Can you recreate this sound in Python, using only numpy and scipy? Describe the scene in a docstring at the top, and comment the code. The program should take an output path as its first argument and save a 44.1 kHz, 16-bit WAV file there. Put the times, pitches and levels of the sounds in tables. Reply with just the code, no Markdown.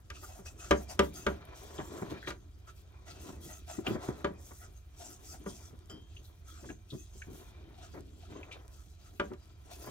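"""A sponge pad scrubs a steel saucepan holding a little water: random fibre contacts rasp in strokes.
The pan drags on its ceramic trivet (contact noise through resonances) and knocks on it (decaying modes).
Wet squelches and wall clanks are pitched noise puffs, drops and foam pop as ticks, the handle clinks once.
A low appliance drone and faint air lie below; echoes of a kitchen follow.
Two close microphone ports hear it, the top of the treble cut steeply."""
import sys
import numpy as np
from scipy import signal
from scipy.fft import rfft, irfft, next_fast_len
from scipy.io import wavfile
from scipy.ndimage import uniform_filter1d

SR = 44100
rng = np.random.default_rng(int(sys.argv[2]) if len(sys.argv) > 2 else 0)


def unload_audio(sound):
    """Save the sound as a 16-bit wav file, at the path given as the first command line argument."""
    columns = np.transpose(np.atleast_2d(sound))
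    # keep every value between -1 and 1, then stretch to whole-number steps
    steps = np.round(np.clip(columns, -1, 1) * 32767)
    wavfile.write(sys.argv[1], SR, steps.astype(np.int16))


N = 436590


def from_db(db):
    """Logarithmic level: decibels to amplitude gain."""
    return 10 ** (np.asarray(db) / 20)


def rms_one(x):
    """Normalisation: scale to an rms of 1."""
    return x / np.sqrt(np.mean(x ** 2) + 1e-20)


def in_time(rows):
    """Linear interpolation: the columns of a (seconds, ..) table at every sample."""
    s, *columns = np.transpose(rows)
    return [np.interp(np.arange(N) / SR, s, column) for column in columns]


def at_hz(points, hz):
    """Logarithmic pitch: a (Hz, value) table read on a log-frequency axis."""
    table_hz, values = np.array(points).T
    return np.interp(np.log(hz), np.log(table_hz), values)


def filtered(x, response):
    """Linear filtering: multiply the spectrum by response(Hz)."""
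    size = next_fast_len(N + SR // 4)
    hz = np.maximum(np.arange(size // 2 + 1) * SR / size, 1)
    return irfft(rfft(x, size) * response(hz), size)[..., :N]


def coloured(x, spectrum):
    """Spectral shaping: filter by a (Hz, dB) curve."""
    return filtered(x, lambda hz: from_db(at_hz(spectrum, hz)))


def bandpass(x, order, low_hz, high_hz):
    """Band limiting: a Butterworth band-pass."""
    return signal.sosfilt(signal.butter(order, [low_hz, high_hz], "band", fs=SR, output="sos"), x)


def band(x, low_hz, high_hz):
    """Band limiting: a steep band-pass, scaled to rms 1."""
    return rms_one(bandpass(x, 4, low_hz, high_hz))


def drift(rate_hz):
    """Slow random modulation: low-passed noise of spread 1, drawn every 40 samples."""
    r = np.exp(-80 * np.pi * rate_hz / SR)
    noise = rng.standard_normal(N // 40 + 2002)
    slow = signal.lfilter([1], [1, -2 * r, r * r], noise)[2000:]   # skip the settling of the filter
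    return np.interp(np.arange(N) / 40, np.arange(len(slow)), rms_one(slow))


def grains(per_s, spread_db):
    """Shot noise: random contacts of uneven size."""
    excess_db = spread_db * np.minimum(rng.exponential(1, N), 4)
    sizes = from_db(excess_db) * rng.standard_normal(N)
    return sizes * (rng.random(N) < per_s / SR)


def clicks(times, gains):
    """Impulse excitation: one click at each time."""
    out = np.full(N, 1e-18)   # a trace above zero keeps the resonators quick
    out[np.round(np.asarray(times) * SR).astype(int)] = gains
    return out


def ring(x, hz, t60):
    """Damped free vibration: each click starts a sine that falls by 60 dB in t60 seconds."""
    r, w = from_db(-60 / (t60 * SR)), 2 * np.pi * hz / SR
    return signal.lfilter([0, np.sin(w)], [1, -2 * r * np.cos(w), r * r], x)


# Spectrum shape of the appliance drone. Each row: frequency [Hz], level [dB per Hz, relative].
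DRONE_SPECTRUM = [(13, -32.5), (22, -15), (53, 3), (81, 6.5), (105, -4), (168, -18.5), (200, -22.5),
                  (260, -43), (440, -120)]
# Spectrum shape of the room air. Each row: frequency [Hz], level [dB per Hz, relative].
AIR_SPECTRUM = [(88, -31), (150, -7), (482, -13), (725, -5.5), (899, -17), (1330, -9), (2160, -19),
                (6540, -26.5), (15700, -31.5)]
DRONE_DB, AIR_DB = -52, -74.5
DRONE_LEFT_DB = -1.8   # left over right


def background():
    """Partial coherence: a wavering low drone nearly alike at both ports, and independent faint air."""
    common, difference = coloured(rng.standard_normal((2, N)), DRONE_SPECTRUM)
    drone = common + 0.157 * difference * [[1], [-1]]
    drone = drone * from_db([[DRONE_LEFT_DB / 2], [-DRONE_LEFT_DB / 2]])
    air = coloured(rng.standard_normal((2, N)), AIR_SPECTRUM)
    waver_db = 0.5 * drift(4.5)
    return from_db(DRONE_DB + waver_db) * rms_one(drone) + from_db(AIR_DB) * rms_one(air)


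KITCHEN_T60_S = 0.16
ECHO_LOW_HZ, ECHO_HIGH_HZ = 150, SR / 2.5   # band that the walls return


def kitchen(x):
    """Diffuse reverberation: dense band-limited echoes decay exponentially, different at each port."""
    t = np.arange(SR // 2) / SR
    echoes = rng.standard_normal((2, len(t))) * from_db(-60 * t / KITCHEN_T60_S)
    echoes = echoes * (t > .002)   # the first reflection comes after 2 ms
    echoes = bandpass(echoes, 1, ECHO_LOW_HZ, ECHO_HIGH_HZ)
    echoes = echoes / np.sqrt(np.sum(echoes[0] ** 2))
    return signal.fftconvolve(x, echoes, axes=1)[:, :N]


# Balance between the ports. Each row: frequency [Hz], left over right [dB].
LEFT_LOUDER_DB = [(100, -1), (500, 3), (1500, 0), (4500, 5), (8000, 1.5), (15000, 3)]
# Phase between the ports. Each row: frequency [Hz], lead of the left port [radians].
LEFT_LEAD_RAD = [(100, .15), (250, .55), (500, 1.15), (1000, 1.3), (2000, 1.6), (15000, 1.6)]


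def ports(x):
    """Interaural-like cues: the case around the ports makes the left lead and colours their balance."""
    sides = np.array([[1], [-1]])

    def response(hz):
        gain = from_db(sides * at_hz(LEFT_LOUDER_DB, hz) / 2)
        return gain * np.exp(.5j * sides * at_hz(LEFT_LEAD_RAD, hz))
    return filtered(x, response)


# A touch on the handle. Each row: start [s], nominal level [dB].
HANDLE_TOUCHES = [(5.8983, -37.5)]
# Modes of the handle. Each row: frequency [Hz], relative level [dB], time to fade by 60 dB [s].
HANDLE_MODES = [(3060, 1, 0.31), (3190, 2, 0.6), (4820, -9.5, 0.34), (4920, -3, 0.28), (5557, -1.5, 0.182),
                (6610, -4.5, .08), (7300, 3.5, 0.069)]


def handle():
    """Modal ringing: one light touch excites the bent steel rod."""
    s, level_db = np.transpose(HANDLE_TOUCHES)
    out = np.zeros(N)
    for hz, mode_db, t60 in HANDLE_MODES:
        out += ring(clicks(s, from_db(level_db + mode_db - 17.0)), hz, t60)
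    return out


# Short pitched rasps, squelches of the wet sponge and clanks of the pan wall.
# Each row: start [s], nominal level [dB], pitch [Hz], time to fade by 60 dB [ms].
PITCHED_PUFFS = [(0.152, -54, 2690, 50.), (0.232, -46.5, 1330, 54), (0.896, -54, 2700, 60.),
                 (1.779, -46.5, 3240, 58), (2.16, -49, 1620, 65.), (2.226, -46, 1740, 108),
                 (3.108, -45.5, 4420, 30.), (3.866, -26, 2700, 25), (3.867, -32.5, 3080, 28),
                 (6.165, -48.5, 2950, 36), (6.247, -59, 4100, 49), (6.689, -46, 1600, 55),
                 (6.697, -46.5, 2600, 36), (6.902, -46, 3750, 47), (7.219, -45.5, 2476, 26.5),
                 (7.218, -45, 1647, 32), (7.813, -58, 3700, 60.), (8.43, -46.5, 2380, 30.),
                 (8.513, -44, 2550, 93), (8.516, -51, 3730, 95.)]


def squelches_and_clanks():
    """Narrow-band noise: each squelch, rasp or clank is a short puff around a pitch."""
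    out, t = np.zeros(N), np.arange(SR // 4) / SR
    for s, level_db, hz, fade_ms in PITCHED_PUFFS:
        puff = bandpass(rng.standard_normal(len(t)), 2, hz / 1.13, hz * 1.1)
        attack = np.minimum(t / 0.00097, 1)
        fade = from_db(-60 * (t / (fade_ms / 1000)) ** 2)
        start = round(s * SR)
        out[start:start + len(t)] += from_db(level_db - 3.5) * attack * fade * rms_one(puff)
    return out


# Drops popping. Each row: start [s], nominal level [dB].
DROP_POPS = [(2.0163, -37), (5.7913, -44), (5.8589, -43.5), (6.1554, -53.5), (6.4018, -66), (7.7792, -52),
             (7.8366, -50), (8.008, -39), (8.1085, -87), (8.6802, -36.5), (9.4568, -46)]
FOAM_POPS_PER_S, FOAM_DB = 9, -59.5


def pops():
    """Heavily damped resonance: drops, and faint foam at random, pop as bare bright ticks."""
    s, level_db = np.transpose(DROP_POPS)
    drops = ring(clicks(s, from_db(level_db)), 7800, 0.00057)
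    foam = from_db(FOAM_DB) * grains(FOAM_POPS_PER_S, spread_db=4.5)
    return drops + ring(foam + 1e-18, 11500, .0012)


# Pan knocks on the trivet. Each row: start [s], nominal level [dB], brightness [dB per octave],
# treble crack [dB per octave], worktop thud over the nominal level [dB].
KNOCK_EVENTS = [(0.101, -46, 7, -3, 3), (0.39, -44.5, -5, -2.5, -13.5), (0.458, -49.5, 2.5, -4, 9),
                (0.709, -12, -0.5, 2.5, -14.5), (0.992, -12, -1, 4.5, -19), (1.265, -18, -1.5, 2.5, -13),
                (1.417, -48, -1, 0, -14.5), (2.273, -36, 5.5, -15, -15), (2.303, -36, 2.5, 2, -12),
                (2.677, -57, 0.5, -2.5, -16.5), (3.865, -28.5, -0.5, 3.5, -13.5),
                (4.244, -19.5, -2.5, 0, -19), (5.461, -32, -4.5, -3, -20.5), (5.898, -47.5, -7, -2, -22),
                (9.197, -20.5, -1, -4, -21.5), (9.334, -47, -1, 8, -12)]
# Low modes of the pan on its trivet. Each row: frequency [Hz], relative level [dB],
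# time to fade by 60 dB before the damping of the grip [s].
PAN_MODES = [(205.7, -7.5, 0.2), (230, -16, 0.11), (302, -11.5, 0.27), (389.8, 0.5, 0.18), (449, -4, 0.18),
             (579.4, -1, 0.21), (738, -22.5, 0.257), (973.3, -8.5, 0.26), (1153, -5, 0.16),
             (1200.4, 3, 0.073), (1325, -4, 0.07), (1296, -12, 0.068), (1425, -5.5, 0.27),
             (1602, -2.5, 0.094), (1710, -6.5, 0.11), (1914, -10, 0.111), (2120, -14.5, .07),
             (2320, -12, .07)]
# Dense upper modes. Each row: frequency [Hz], relative level [dB per Hz].
CLATTER_SPECTRUM = [(150, -13), (450, -12.5), (800, -20.5), (1200, -10), (2000, -14.5), (3200, -17.5),
                    (5000, -32.5), (6300, -17.5), (9000, -48), (15500, -22.5)]
# Decay of the upper modes. Each row: frequency [Hz], time to fade by 60 dB [s].
CLATTER_FADE_S = [(200, 0.28), (700, 0.15), (1800, 0.082), (5000, 0.031), (12000, 0.0122)]


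def knocks():
    """Impact excitation: each knock strikes low modes, a clatter dying band by band, and the worktop."""
    s, level_db, tilt_db, crack_db, thud_db = np.transpose(KNOCK_EVENTS)
    chance_db = 1.5 * rng.standard_normal((len(s), len(PAN_MODES)))
    out = ring(clicks(s + 0.004, from_db(level_db + thud_db)), 68.96, 0.36)   # worktop thud
    for k, (hz, mode_db, t60) in enumerate(PAN_MODES):
        strike_db = level_db + mode_db - 10.5 + tilt_db * np.log2(hz / 600) + chance_db[:, k]
        gripped_t60 = min(t60, 140 / hz)   # the grip damps high modes
        out += ring(clicks(s, from_db(strike_db)), hz, gripped_t60) * (-1) ** k
    # the contact lasts a moment, which softens thud and modes
    out = signal.sosfilt(signal.butter(2, 3000, fs=SR, output="sos"), out)

    edges, white = 150 * 2 ** np.arange(0, 7, .5), rng.standard_normal((2, N))
    rise = np.exp(-1 / (0.000685 * SR))
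    for k, (low, high) in enumerate(zip(edges, edges[1:])):
        hz = np.sqrt(low * high)
        strike_db = level_db - 32 + at_hz(CLATTER_SPECTRUM, hz) + 10 * np.log10(hz)
        strike_db += tilt_db * np.log2(hz / 600)
        strike_db += crack_db * max(np.log2(hz / 2500), 0)   # a hard edge changes the treble
        fall = from_db(-60 / (at_hz(CLATTER_FADE_S, hz) * SR))
        decay = signal.lfilter([1], [1, -fall], clicks(s, from_db(strike_db)))
        envelope = signal.lfilter([1 - rise], [1, -rise], decay)
        out += envelope * rms_one(bandpass(white[k % 2], 2, low, high))
    return out


# Part of the rub heard by one port only. Each row: frequency [Hz], share of the power [0 to 1].
OWN_PORT_SHARE = [(300, .15), (2000, .3), (6000, .45), (12000, .55)]


def spread_rub(per_s, spread_db):
    """Extended source: contacts lie all over a wide base, so in the treble each port favours other ones."""
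    common, left, right = [grains(per_s, spread_db) for _ in range(3)]
    shared = filtered(common, lambda hz: np.sqrt(1 - at_hz(OWN_PORT_SHARE, hz)))
    own = filtered(np.array([left, right]), lambda hz: np.sqrt(at_hz(OWN_PORT_SHARE, hz)))
    return shared + own


def wandering_modes(x, peaks, wander_db):
    """Position-dependent coupling: resonances change strength as the contact moves over the steel."""
    out = x
    for hz, width_hz, db in peaks:
        r = np.exp(-np.pi * width_hz / SR)
        poles = [1, -2 * r * np.cos(2 * np.pi * hz / SR), r * r]
        mode = signal.lfilter([(1 - r * r) / 2, 0, (r * r - 1) / 2], poles, x)
        out = out + from_db(db + wander_db * drift(6.6)) * mode
    return out


# Pan dragging and rocking on the trivet. Each row: time [s], low grind [dB], edge grind [dB].
DRAG_LEVELS = [(0.0, -73, -75), (1.24, -53.5, -61), (1.49, -68.5, -56.5), (2.15, -53.5, -53),
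               (2.42, -62.5, -75), (2.78, -77.5, -74), (3.28, -52.5, -57.5), (3.72, -66.5, -81),
               (3.97, -54, -46.5), (4.77, -74, -78.5), (5.48, -61, -65.5), (7.0, -72, -80.5),
               (7.42, -61.5, -62), (8.22, -61, -78), (8.41, -64.5, -56.5), (8.91, -69.5, -76),
               (9.62, -67.5, -71), (9.9, -59, -53.5)]
# Soft lurches of the pan under the hand. Each row: start [s], added grind peak [dB],
# added edge peak [dB], swell time [s].
LURCH_EVENTS = [(0.223, -79, -53.5, 0.0098), (1.782, -42.5, -43, 0.017), (2.016, -40, -46, 0.0097),
                (2.074, -45, -71, 0.0123), (2.11, -44, -55, 0.0083), (2.273, -43, -43, 0.012),
                (3.284, -51, -68, 0.011), (3.781, -36, -48, 0.0092), (3.874, -34, -37, 0.011),
                (3.904, -30, -46, 0.011), (3.946, -29.5, -50, 0.0087), (4.082, -38, -49, 0.00934),
                (4.5, -66, -58.5, 0.016), (5.4, -53, -83, .01), (5.73, -48, -88, 0.0059),
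                (5.919, -50.5, -66, 0.027), (6.612, -51, -63, 0.037), (6.691, -47, -55, 0.015),
                (6.921, -41.5, -54, 0.015), (7.149, -52.5, -77, 0.009), (7.266, -45, -67, 0.022),
                (7.93, -45, -47, 0.025), (8.28, -53.5, -56.5, 0.032), (9.3, -42.5, -59, 0.014),
                (9.86, -52, -49.5, 0.013)]
# Spectrum of the grind before its resonances. Each row: frequency [Hz], level [dB per Hz, relative].
GRIND_SPECTRUM = [(71, -4.5), (120, 7.5), (171, -6.5), (260, -5.5), (439, -10.5), (485, -17.5), (1000, -30),
                  (2070, -33), (2500, -31.5), (3250, -41), (5500, -120)]
# Resonances in the grind. Each row: frequency [Hz], width [Hz], mean level over the grind [dB].
GRIND_MODES = [(210, 27, -1.5), (301, 95, 10), (363, 15.4, -2), (725.3, 12, -3.5), (1033, 93, 4),
               (1310, 63, -1.5), (1704.4, 30.1, -16)]
PAD_DRAGS_DB = -12   # grind that each stroke adds, over the rasp


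def dragging(stroke):
    """Frictional excitation: the base rubs over the glaze, drives low modes and swells at each lurch."""
    grind, edge = from_db(in_time(DRAG_LEVELS))
    grind = grind + from_db(PAD_DRAGS_DB) * stroke
    t = np.arange(SR // 4) / SR
    for s, grind_db, edge_db, swell_s in LURCH_EVENTS:
        start = round(s * SR)
        at = slice(start, start + len(t))
        swell = t / swell_s * np.exp(1 - t / swell_s)   # peaks at 1 after swell_s
        swell = swell[:N - start]
        grind[at] += from_db(grind_db) * swell
        edge[at] += from_db(edge_db) * swell ** 2.72
    contacts = coloured(spread_rub(3000, spread_db=2.0), GRIND_SPECTRUM)
    slips = wandering_modes(contacts, GRIND_MODES, wander_db=4.0)
    low = grind * from_db(0.8 * drift(24.07)) * band(slips, 108.6, 665)
    high = edge * from_db(2.5 * drift(18.0)) * band(slips, 592.0, 2080)
    return low + high


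# Pad strokes. Each row: start [s], length [s], rasp [dB], swell from start to end [dB],
# then over the rasp: fine hiss [dB], pan wall [dB], pan base [dB].
PAD_STROKES = [(0.127, 0.14, -62.5, -4, -12, 1, 3), (0.203, 0.29, -66.5, -24, -2.5, -8, 0.5),
               (0.445, 0.1, -50, -15, -13, -9.5, -1), (0.571, 0.23, -59.5, -11, -9, -5, 3.5),
               (0.738, 0.14, -57.5, 6, -6, -8, -2), (0.876, 0.095, -45.5, 5, -6.5, -5, 2),
               (1.018, 0.1, -56, -7, -2, -1, -9), (1.128, 0.18, -62, -26, -4, -3.5, 5.5),
               (1.265, 0.17, -72, -19.5, -1, 2, 15), (1.535, 0.59, -62.5, 0, -7.5, -8.5, -16),
               (2.09, 0.0656, -57.5, -2, 3, 4, -8), (2.194, 0.095, -67, 2, -10, 11, -6),
               (2.258, 0.1, -57.5, -18, -6, 10.5, 1), (2.663, .07, -55.5, 2, -13.5, -2, 3),
               (2.744, .1, -63.5, 8, -4, 1, -15), (3.048, 0.17, -63.5, -6, -7, 3.5, 9.5),
               (3.183, .2, -59, -1, -7.5, -5, -2), (3.4, 0.24, -58, -7, -6, -5.5, 1),
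               (3.662, 0.18, -55.5, -3.5, -7.5, -5, 7), (3.84, 0.14, -57, 5, -4, 6, 16),
               (3.982, 0.14, -56, 32, -6.5, -4, 0), (4.103, 0.22, -75.5, -9.5, -3, 0, 0),
               (4.374, 0.34, -63, 4, -8.5, -12, -6.5), (4.75, 0.087, -66.5, -3, -4, -3, -10),
               (4.951, 0.23, -58.5, 28, -7.5, -14, -5), (5.211, 0.17, -51.5, 25, -9.5, -12, -4),
               (5.449, .3, -61, -10, -10, -11, -5), (5.889, 0.067, -63, -19, -5, 3, 16),
               (6.082, 0.15, -76, 8, -11, 5, 7), (6.218, 0.11, -67, -3.5, 2, -4, 6),
               (6.44, 0.353, -67, 2, -9.5, -5, 2.5), (6.878, 0.27, -68, -14, -7.5, -6.5, -3.5),
               (7.124, 0.17, -63, 1, -9, -9, -7.5), (7.291, 0.25, -70, -10, -2.5, -10, -4),
               (7.803, 0.11, -64, -2, -20, -3, 7), (7.897, 0.16, -72.5, -9, -9, 5.5, -7),
               (8.108, 0.33, -77.5, 4, -18, 6.5, 8), (8.414, 0.086, -73, 0, -11.5, -4, -1),
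               (8.507, 0.077, -63, -11, -11, 3, -7), (8.697, 0.28, -69.5, -13, -8.5, -5, -3),
               (8.975, 0.29, -77.5, -9, -4.5, 2.5, 1), (9.218, 0.14, -72.5, -6, -6, 4, 8),
               (9.354, 0.23, -86, 6.5, -17, 8, -6), (9.632, 0.1, -68, 4, -9, -6, -1),
               (9.689, 0.14, -59.5, -4, -5.5, -2.5, -20), (9.78, 0.23, -62, 5, 0, -7, 3)]
ATTACK_S, RELEASE_S, EDGE_POWER = 0.05, 0.13, 1.53   # the pad speeds up and slows down at each turn
TURN_DB, TURN_S = -15.5, .3   # rub left at the turns, under the mean over a window centred on the moment
RESTING_DB, RESTING_HISS_DB = -80.5, -83   # pad pressed but nearly still


def stroke_levels():
    """Speed-dependent friction: rasp, hiss, wall and base gains follow the pad from turn to turn."""
    out, t = np.zeros((4, N)), np.arange(N) / SR
    for s, length_s, rasp_db, swell_db, hiss_db, wall_db, base_db in PAD_STROKES:
        at = slice(round(s * SR), round((s + length_s) * SR))
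        since = t[at] - s
        speed = np.clip(np.minimum(since / ATTACK_S, (length_s - since) / RELEASE_S), 0, 1)
        swell = from_db(rasp_db + swell_db * (since / length_s - .5))
        level = np.sin(np.pi / 2 * speed) ** EDGE_POWER * swell
        out[:, at] += from_db([[0], [hiss_db], [wall_db], [base_db]]) * level
    # in quick scrubbing the pad never quite stops
    out += from_db(TURN_DB) * uniform_filter1d(out, round(TURN_S * SR))
    return out + from_db([[RESTING_DB], [RESTING_HISS_DB], [RESTING_DB], [RESTING_DB]])


# Spectrum of the fibres before the modes. Each row: frequency [Hz], level [dB per Hz, relative].
RASP_SPECTRUM = [(500, -13.5), (1800, -9.5), (3500, -7.5), (5150, -5), (5700, 0), (8000, -2.5),
                 (10500, -11), (12000, -10.5), (15700, -9)]
# Wet wall modes. Each row: frequency [Hz], width [Hz], mean level over the rasp [dB].
WALL_MODES = [(702, 80, 28.5), (1305, 100, 22.5), (1902, 87, 9.5), (2570, 76, 13), (3280, 140, 8.5),
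              (3910, 71, 2), (4740, 360, 0.5), (5730, 42, 0.5), (6360, 164, 4.5), (7355, 81, 3.5),
              (8870, 43, 3), (9500, 61, -7), (9550, 64, 2.5), (11500, 170, -11.5)]
# Wall modes while the pan slides. Each row: frequency [Hz], width [Hz], mean level over the rasp [dB].
SLIDE_MODES = [(2414, 103, 11), (3180, 130, 4.5), (3686, 50, 4)]
# The pan creeping over the trivet, heard in its wall. Each row: time [s], level [dB].
SLIDE_LEVELS = [(0.0, -88), (0.91, -68.5), (2.18, -62), (2.34, -81), (2.67, -76), (3.86, -72.5), (4.8, -77),
                (5.46, -71.5), (5.62, -75), (7.03, -79), (7.39, -68.5), (8.19, -79), (8.36, -66),
                (8.8, -83), (9.73, -73.5), (9.9, -58)]


def scrubbing(stroke, fine, on_wall, on_base):
    """Stick-slip shot noise: fibres catch on steel thousands of times a second; the wet wall resonates."""
    fibres = coloured(spread_rub(7000, spread_db=1.5), RASP_SPECTRUM)
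    rung = wandering_modes(fibres, WALL_MODES, wander_db=6.5)
    rasp = stroke * from_db(1.7 * drift(25)) * band(rung, 5292, 9660)
    hiss = fine * from_db(3.0 * drift(25)) * band(rung, 10200, 15650)
    sliding = wandering_modes(fibres, SLIDE_MODES, wander_db=3.5)
    slid = from_db(in_time(SLIDE_LEVELS)[0]) * band(sliding, 1600, 4280)
    wall = from_db(1.2 * drift(23)) * (on_wall * band(rung, 2410, 4820) + slid)
    base = on_base * from_db(3.8 * drift(8.4)) * band(rung, 468.1, 1980)
    return rasp + hiss + wall + base


KITCHEN_DB = -11   # gain of the echoes


def scene():
    """Superposition: the pan heard directly and by the walls, over the background."""
    stroke, fine, on_wall, on_base = stroke_levels()
    pan = handle() + squelches_and_clanks() + pops() + knocks() + dragging(stroke)
    pan = pan + scrubbing(stroke, fine, on_wall, on_base)
    return background() + from_db(KITCHEN_DB) * kitchen(pan) + ports(pan)


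CUTOFF_HZ = 15830


def record(dry):
    """Band limiting: a steep elliptic low-pass cuts the top."""
    return signal.sosfilt(signal.ellip(10, .5, 60, CUTOFF_HZ, fs=SR, output="sos"), dry)


dry = scene()
out = record(dry)
unload_audio(out)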